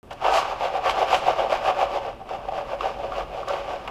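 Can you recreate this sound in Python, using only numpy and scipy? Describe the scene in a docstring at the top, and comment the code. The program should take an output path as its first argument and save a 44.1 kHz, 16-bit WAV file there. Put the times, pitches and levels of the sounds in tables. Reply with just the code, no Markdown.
"""A shallow cardboard box of puzzle pieces is shaken, first hard and fast, then more gently.
On each stroke the heap slides and lands: many small contacts click on the pieces and drum on the
bottom and walls of the box. Sliding card swishes and hisses, clumps knock hard on the box, and the
heap keeps churning between strokes. A small room with a low hum adds a short echo.
Underneath, a low handling rumble drifts slowly in level."""
import sys
import numpy as np
from scipy import signal
from scipy.fft import rfft, irfft, next_fast_len
from scipy.io import wavfile
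from scipy.ndimage import uniform_filter1d

SR = 44100
rng = np.random.default_rng(int(sys.argv[2]) if len(sys.argv) > 2 else 0)


def pcm_store(signal):
    """Save signal as 16-bit PCM."""
    levels = np.round(np.clip(np.atleast_2d(signal), -1, 1) * 32767)
    wavfile.write(sys.argv[1], SR, levels.astype(np.int16).T)


N = 171990

# Table levels are relative. A mode is a natural ringing tone; a ring time is the time to fade by 60 dB.
# Tone colour of the low handling rumble: (frequency [Hz], level [dB])
RUMBLE_COLOUR = [(20, -5.5), (34, 0), (46, 9.5), (62, -2), (100, -7), (180, -6.5), (400, -7), (1000, -30),
                 (3000, -52), (8000, -41), (15000, -48)]
# Slow drift of the rumble: (time [s], level [dB])
RUMBLE_DRIFT = [(.05, -48), (.7, -49.5), (1.3, -46), (2.25, -49.5), (2.8, -47), (3.9, -48.5)]
# Pieces that keep moving between strokes: (time [s], level [dB])
CHURN_LEVELS = [(0.03, -50.5), (0.18, -40), (0.3, -37.5), (1.2, -31.5), (1.9, -35.5), (2.2, -46),
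                (2.6, -38.5), (3.3, -44), (3.9, -33)]
# How the churning is shared out: (bottom [dB], walls [dB], pieces [dB])
CHURN_SHARES = [-6, -10, -15]
# Strokes of the box: (peak time [s], rise [s], fall [s], bottom [dB], walls [dB], pieces [dB])
SHAKE_STROKES = [(0.112, 0.0046, 0.015, -33, -36, -41), (0.269, 0.034, 0.042, -17.5, -24.5, -31.5),
                 (0.359, 0.046, 0.062, -22, -24, -29), (0.517, 0.065, 0.028, -26.5, -34, -38),
                 (0.648, 0.04, 0.035, -20.5, -31.5, -33), (0.758, 0.029, 0.032, -21.5, -34, -38),
                 (0.872, 0.027, 0.037, -17.5, -25, -29), (1.017, 0.056, 0.026, -17.5, -28.5, -31),
                 (1.14, 0.049, 0.027, -19, -26, -27), (1.294, 0.052, 0.032, -17.5, -30.5, -31),
                 (1.401, 0.032, 0.054, -19, -30.5, -35), (1.523, 0.02, 0.042, -19.5, -27.5, -30),
                 (1.685, 0.042, 0.024, -18.5, -26.5, -30), (1.824, 0.046, 0.026, -18, -29, -31.5),
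                 (1.962, 0.05, 0.023, -21.5, -36, -36.5), (2.064, 0.051, 0.043, -27.5, -40, -43.5),
                 (2.215, 0.014, 0.01, -31, -46, -56), (2.341, 0.047, 0.033, -27, -40, -43.5),
                 (2.49, 0.085, 0.002, -32, -45, -51), (2.58, 0.046, 0.031, -25.5, -37, -40.5),
                 (2.741, 0.064, 0.012, -27, -37.5, -42), (2.855, 0.042, 0.053, -25, -34, -37),
                 (3.05, 0.071, 0.029, -27.5, -42.5, -44), (3.197, 0.072, 0.028, -26, -34.5, -38.5),
                 (3.39, 0.074, 0.044, -28.5, -43, -43.5), (3.507, 0.03, 0.11, -26.5, -36, -38),
                 (3.71, 0.044, 0.052, -27, -40, -41), (3.878, 0.01, 0.0092, -40, -35.5, -57)]
# Modes of the box's bottom and of its walls: (frequency [Hz], level [dB], ring time [s])
BOTTOM_MODES = [(370.4, -14, 0.096), (392, -13.5, 0.049), (467.2, -8.5, 0.046), (564.6, -7, 0.071),
                (573.2, -0.5, 0.066), (660, -5, 0.06), (721.4, -9, 0.041), (763.2, 1, 0.045),
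                (801, -7, 0.049), (892, -8.5, 0.023)]
WALL_MODES = [(962, -0.5, 0.012), (1145, 2, 0.026), (1251, -4.5, .025), (1378, -11, 0.087),
              (1521, -7.5, 0.039), (1678, -10, 0.013)]
# The bottom sounds higher or lower as the heap moves on it: (time [s], tilt to treble [dB per octave])
BOTTOM_BRIGHTNESS = [(.25, 1.5), (.42, 3.5), (.85, 5.5), (1.0, 0.5), (1.2, -0.5), (1.8, 3.5), (2.2, -0.5),
                     (2.8, -3), (3.9, -6)]
# Tone colour of one piece's click: (frequency [Hz], level [dB])
CLICK_COLOUR = [(300, -27), (1000, 11), (1600, -11.5), (1950, -2.5), (2350, 4.5), (2900, 4.5), (3400, -2),
                (4100, -12.5), (5000, -8.5), (6100, -23.5), (7400, -20.5), (8800, -33), (10200, -29.5),
                (15000, -35)]
# Tone colour of pieces sliding on each other: (frequency [Hz], level [dB])
SWISH_COLOUR = [(300, 1), (1500, 0), (2800, 4.5), (4100, -7), (5100, -8), (7500, -18.5), (8800, -27.5),
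                (10300, -24.5), (15000, -32)]
# Hard knocks: (time [s], box ring [dB], pitch the struck spot favours [Hz], slap [dB])
HARD_KNOCKS = [(.107, -36.5, 690, -47), (.126, -46, 790, -44), (.223, -41, 800, -57), (.243, -22, 890, -33),
               (.264, -21.5, 870, -27.5), (.323, -18, 780, -36), (.339, -18.5, 746, -27),
               (.37, -14.5, 700, -24.5), (.607, -23, 760, -38), (.651, -21.5, 680, -36),
               (.752, -28, 720, -43), (.895, -23, 890, -22.5), (.909, -29, 800, -28),
               (1.027, -15, 630, -32), (1.128, -13.5, 770, -31), (1.144, -17, 754, -19),
               (1.281, -19, 750, -41), (1.308, -24.5, 735, -39), (1.394, -19.5, 680, -31.5),
               (1.521, -14.5, 633, -36), (1.681, -17.5, 790, -35), (1.701, -21, 770, -27.5),
               (1.825, -17, 815, -48), (2.2, -37.5, 790, -58), (2.291, -38, 1270, -40.5),
               (2.486, -27.5, 760, -40.5), (2.521, -24, 755, -49), (2.61, -29, 690, -45),
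               (2.732, -23.5, 590, -57), (2.807, -24, 1150, -34), (2.829, -35, 1300, -48),
               (2.855, -21, 680, -55), (3.119, -30, 1250, -46), (3.207, -30, 970, -50),
               (3.43, -31, 1130, -62), (3.48, -30.5, 1120, -41), (3.493, -28, 1400, -53),
               (3.501, -22.5, 590, -41), (3.536, -24.5, 636, -35), (3.876, -33, 710, -30.5)]
# The heap skids over bare card: (peak time [s], half length [s], level [dB])
HEAP_SKIDS = [(0.132, 0.0033, -47.5), (0.365, 0.031, -35.5), (0.904, .012, -41.5), (1.16, 0.029, -42),
              (3.486, 0.0024, -39.5)]
# Tone colour of a skid: (frequency [Hz], level [dB])
SKID_COLOUR = [(1000, -32), (4000, 7), (5200, 4), (7800, -2), (8800, -10), (10300, -8.5), (15000, -20.5)]
# How long the room echoes: (frequency [Hz], ring time [s])
ROOM_RING_TIMES = [(200, 0.62), (1000, 0.41), (4000, 0.75), (12000, .18)]

RUMBLE_GAIN_DB, HUM_DB, HUM_HZ = 3, -57, 120
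STROKE_SHAPE, STROKE_DROP_DB = 1.77, 6  # lower shape = sharper peak; drop one rise or fall from the peak
CONTACTS_PER_S, SIZE_SPREAD_DB, CLICK_SPREAD_DB = 1300, 4.5, 4
MODE_RISE_S, CLICK_RING_S, SLAP_RING_S = 0.00066, 0.0018, 0.04
BOTTOM_GAIN_DB, WALL_GAIN_DB, CLATTER_GAIN_DB, SWISH_GAIN_DB, ECHO_GAIN_DB = -2, -0.5, -4, -3, -11.5
KNOCK_REACH_OCTAVES, KNOCK_SCATTER_S, KNOCK_SPAN_S = 0.29, 0.001953, 0.008
TIME = np.arange(N) / SR


def amp(db):
    """Turn decibels into a factor to multiply by."""
    return 10 ** (np.asarray(db) / 20)


def unit(x):
    """Scale a sound to an average power of 1."""
    return x / np.sqrt(np.mean(x ** 2) + 1e-20)


def at_time(points):
    """Join (time, value) points into a curve with one value per sample."""
    return np.interp(TIME, *np.transpose(points))


def at_pitch(points, hz):
    """Read between (frequency, value) points, with octaves evenly spaced."""
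    freqs, values = np.transpose(points)
    return np.interp(np.log(hz + 1), np.log(freqs + 1), values)


def filtered(x, gain_at):
    """Multiply each frequency in a sound by gain_at(frequency)."""
    size = next_fast_len(N + SR // 2)
    return irfft(rfft(x, size) * gain_at(np.fft.rfftfreq(size, 1 / SR)), size)[:N]


def noise(colour):
    """Noise with the given tone colour and a power of 1."""
    return unit(filtered(rng.standard_normal(N), lambda hz: amp(at_pitch(colour, hz))))


def convolved(x, response):
    """Let every sample of x set off a copy of the response, scaled to an energy of 1."""
    return signal.oaconvolve(x, response / np.linalg.norm(response))[:N]


def add(track, start_s, sound):
    """Mix a sound into a track."""
    part = track[max(round(start_s * SR), 0):][:len(sound)]
    part += sound[:len(part)]


def random_sizes(spread_db, limit=1.35):
    """Random factors, none more than `limit` spreads above the usual size."""
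    return amp(spread_db * np.minimum(rng.standard_normal(N), limit))


def rumble_and_hum():
    """A low handling rumble drifts slowly in level over a steady mains hum."""
    rumble = amp(RUMBLE_GAIN_DB + at_time(RUMBLE_DRIFT)) * noise(RUMBLE_COLOUR)
    return rumble + amp(HUM_DB) * unit(np.sin(2 * np.pi * HUM_HZ * TIME))


def shaking():
    """How hard bottom, walls and pieces are hit: each stroke swells and fades on top of the churning."""
    power = amp(at_time(CHURN_LEVELS) + np.array(CHURN_SHARES)[:, None]) ** 2
    for peak_s, rise, fall, *levels_db in SHAKE_STROKES:
        near = abs(TIME - peak_s) < .3
        away = np.maximum((peak_s - TIME[near]) / rise, (TIME[near] - peak_s) / fall)
        swell = amp(-STROKE_DROP_DB * abs(away) ** STROKE_SHAPE)
        power[:, near] += (amp(levels_db)[:, None] * swell) ** 2
    return np.sqrt(power)


def contacts():
    """Pieces land as tiny taps of random time and size, evened out to a power of 1."""
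    hits = (rng.random(N) < CONTACTS_PER_S / SR) * random_sizes(SIZE_SPREAD_DB)
    local_power = abs(uniform_filter1d(hits ** 2, size=2205))
    return hits / np.sqrt(local_power + 1e-9)


def ring(hz, ring_s):
    """One mode rings and fades. Card is soft, so the tone takes a moment to build up."""
    t = np.arange(SR // 8) / SR
    build_up = 1 - np.exp(-t / MODE_RISE_S)
    return np.sin(2 * np.pi * hz * t) * amp(-60 * t / ring_s) * build_up


def drumming(force, modes, tilt_db=0, pivot_hz=680):
    """Taps land all over a cardboard panel, so each one pushes or pulls each mode at random."""
    sound = np.zeros(N)
    for hz, db, ring_s in modes:
        strength = amp(db + tilt_db * np.log2(hz / pivot_hz))
        direction = np.sign(rng.standard_normal(N))
        sound += convolved(force * strength * direction, ring(hz, ring_s))
    return sound / np.linalg.norm([amp(db) for _, db, _ in modes])


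def click(ring_s, size=2048):
    """A piece clicks: a short burst of noise with the colour of stiff card, new each time."""
    colour_db = at_pitch(CLICK_COLOUR, np.fft.rfftfreq(size, 1 / SR))
    # Build a filter that responds as early as it can (minimum phase), to keep the click sharp.
    cepstrum = irfft(colour_db * np.log(10) / 20)
    cepstrum[1:size // 2] *= 2
    cepstrum[size // 2:] = 0
    card_filter = np.exp(rfft(cepstrum))
    burst = rng.standard_normal(size) * amp(-60 * np.arange(size) / SR / ring_s)
    return irfft(card_filter * rfft(burst))


def clatter(force, count=14):
    """Each tap clicks one of several unlike pieces; edge-on taps are louder than flat ones."""
    piece = rng.integers(count, size=N)
    taps = force * unit(random_sizes(CLICK_SPREAD_DB))
    return sum(convolved(taps * (piece == k), click(CLICK_RING_S)) for k in range(count))


def swish(strength, growth=0.92, pivot_db=-30):
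    """Card faces rub together: a noise that follows the clatter but swells a little less."""
    swell = (strength / amp(pivot_db)) ** growth
    return amp(SWISH_GAIN_DB + pivot_db) * swell * noise(SWISH_COLOUR)


def knocks():
    """A clump hits the box hard: card slaps, and modes near one pitch ring, not quite together."""
    track = np.zeros(N)
    span = round(KNOCK_SPAN_S * SR)  # levels count as if all the energy fell in this many samples
    for time_s, ring_db, spot_hz, slap_db in HARD_KNOCKS:
        body = np.zeros(SR // 8)
        for hz, db, ring_s in BOTTOM_MODES + WALL_MODES:
            favour = np.exp(-(np.log2(hz / spot_hz) / KNOCK_REACH_OCTAVES) ** 2)
            add(body, KNOCK_SCATTER_S * rng.random(), amp(db) * favour * ring(hz, ring_s))
        slap = click(SLAP_RING_S)
        add(track, time_s, amp(ring_db) * body * np.sqrt(span) / np.linalg.norm(body))
        add(track, time_s, amp(slap_db) * slap * np.sqrt(span) / np.linalg.norm(slap))
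    return track


def skids():
    """The heap skids over bare card with brief, bright hisses."""
    swells = sum(amp(db) * np.exp(-((TIME - peak_s) / half_s) ** 2 / 2)
                 for peak_s, half_s, db in HEAP_SKIDS)
    return swells * noise(SKID_COLOUR)


def open_box(x, cutoff_hz=370):
    """A light, open cardboard box gives off hardly any bass."""
    return signal.sosfilt(signal.butter(3, cutoff_hz, "highpass", fs=SR, output="sos"), x)


def room_echo(x):
    """The small room answers with a short wash of echoes; the highest treble dies first."""
    hz, t, spectrum = signal.stft(rng.standard_normal(SR // 2), SR, nperseg=256)
    fade = amp(-60 * t / at_pitch(ROOM_RING_TIMES, hz)[:, None])
    _, tail = signal.istft(spectrum * fade, SR, nperseg=256)
    delay = np.zeros(SR // 250)
    return amp(ECHO_GAIN_DB) * convolved(x, np.r_[delay, tail])


def scene():
    """The same taps sound on box and pieces; sliding, knocks, echo, rumble and hum join them."""
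    on_bottom, on_walls, on_pieces = shaking()
    hits = contacts()
    bottom = amp(BOTTOM_GAIN_DB) * drumming(on_bottom * hits, BOTTOM_MODES, at_time(BOTTOM_BRIGHTNESS))
    walls = amp(WALL_GAIN_DB) * drumming(on_walls * hits, WALL_MODES)
    sliding = swish(on_pieces)
    clicks = amp(CLATTER_GAIN_DB) * clatter(on_pieces * hits)
    box = open_box(bottom + walls + clicks + sliding + skids() + knocks())
    return (box + room_echo(box) + rumble_and_hum())[None]


def record(dry, start_s=0.03, top_hz=15500):
    """The sound starts after a moment of silence, and the very highest treble is cut off."""
    return filtered(dry[0] * (TIME > start_s), lambda hz: hz < top_hz)[None]


dry = scene()
out = record(dry)
pcm_store(out)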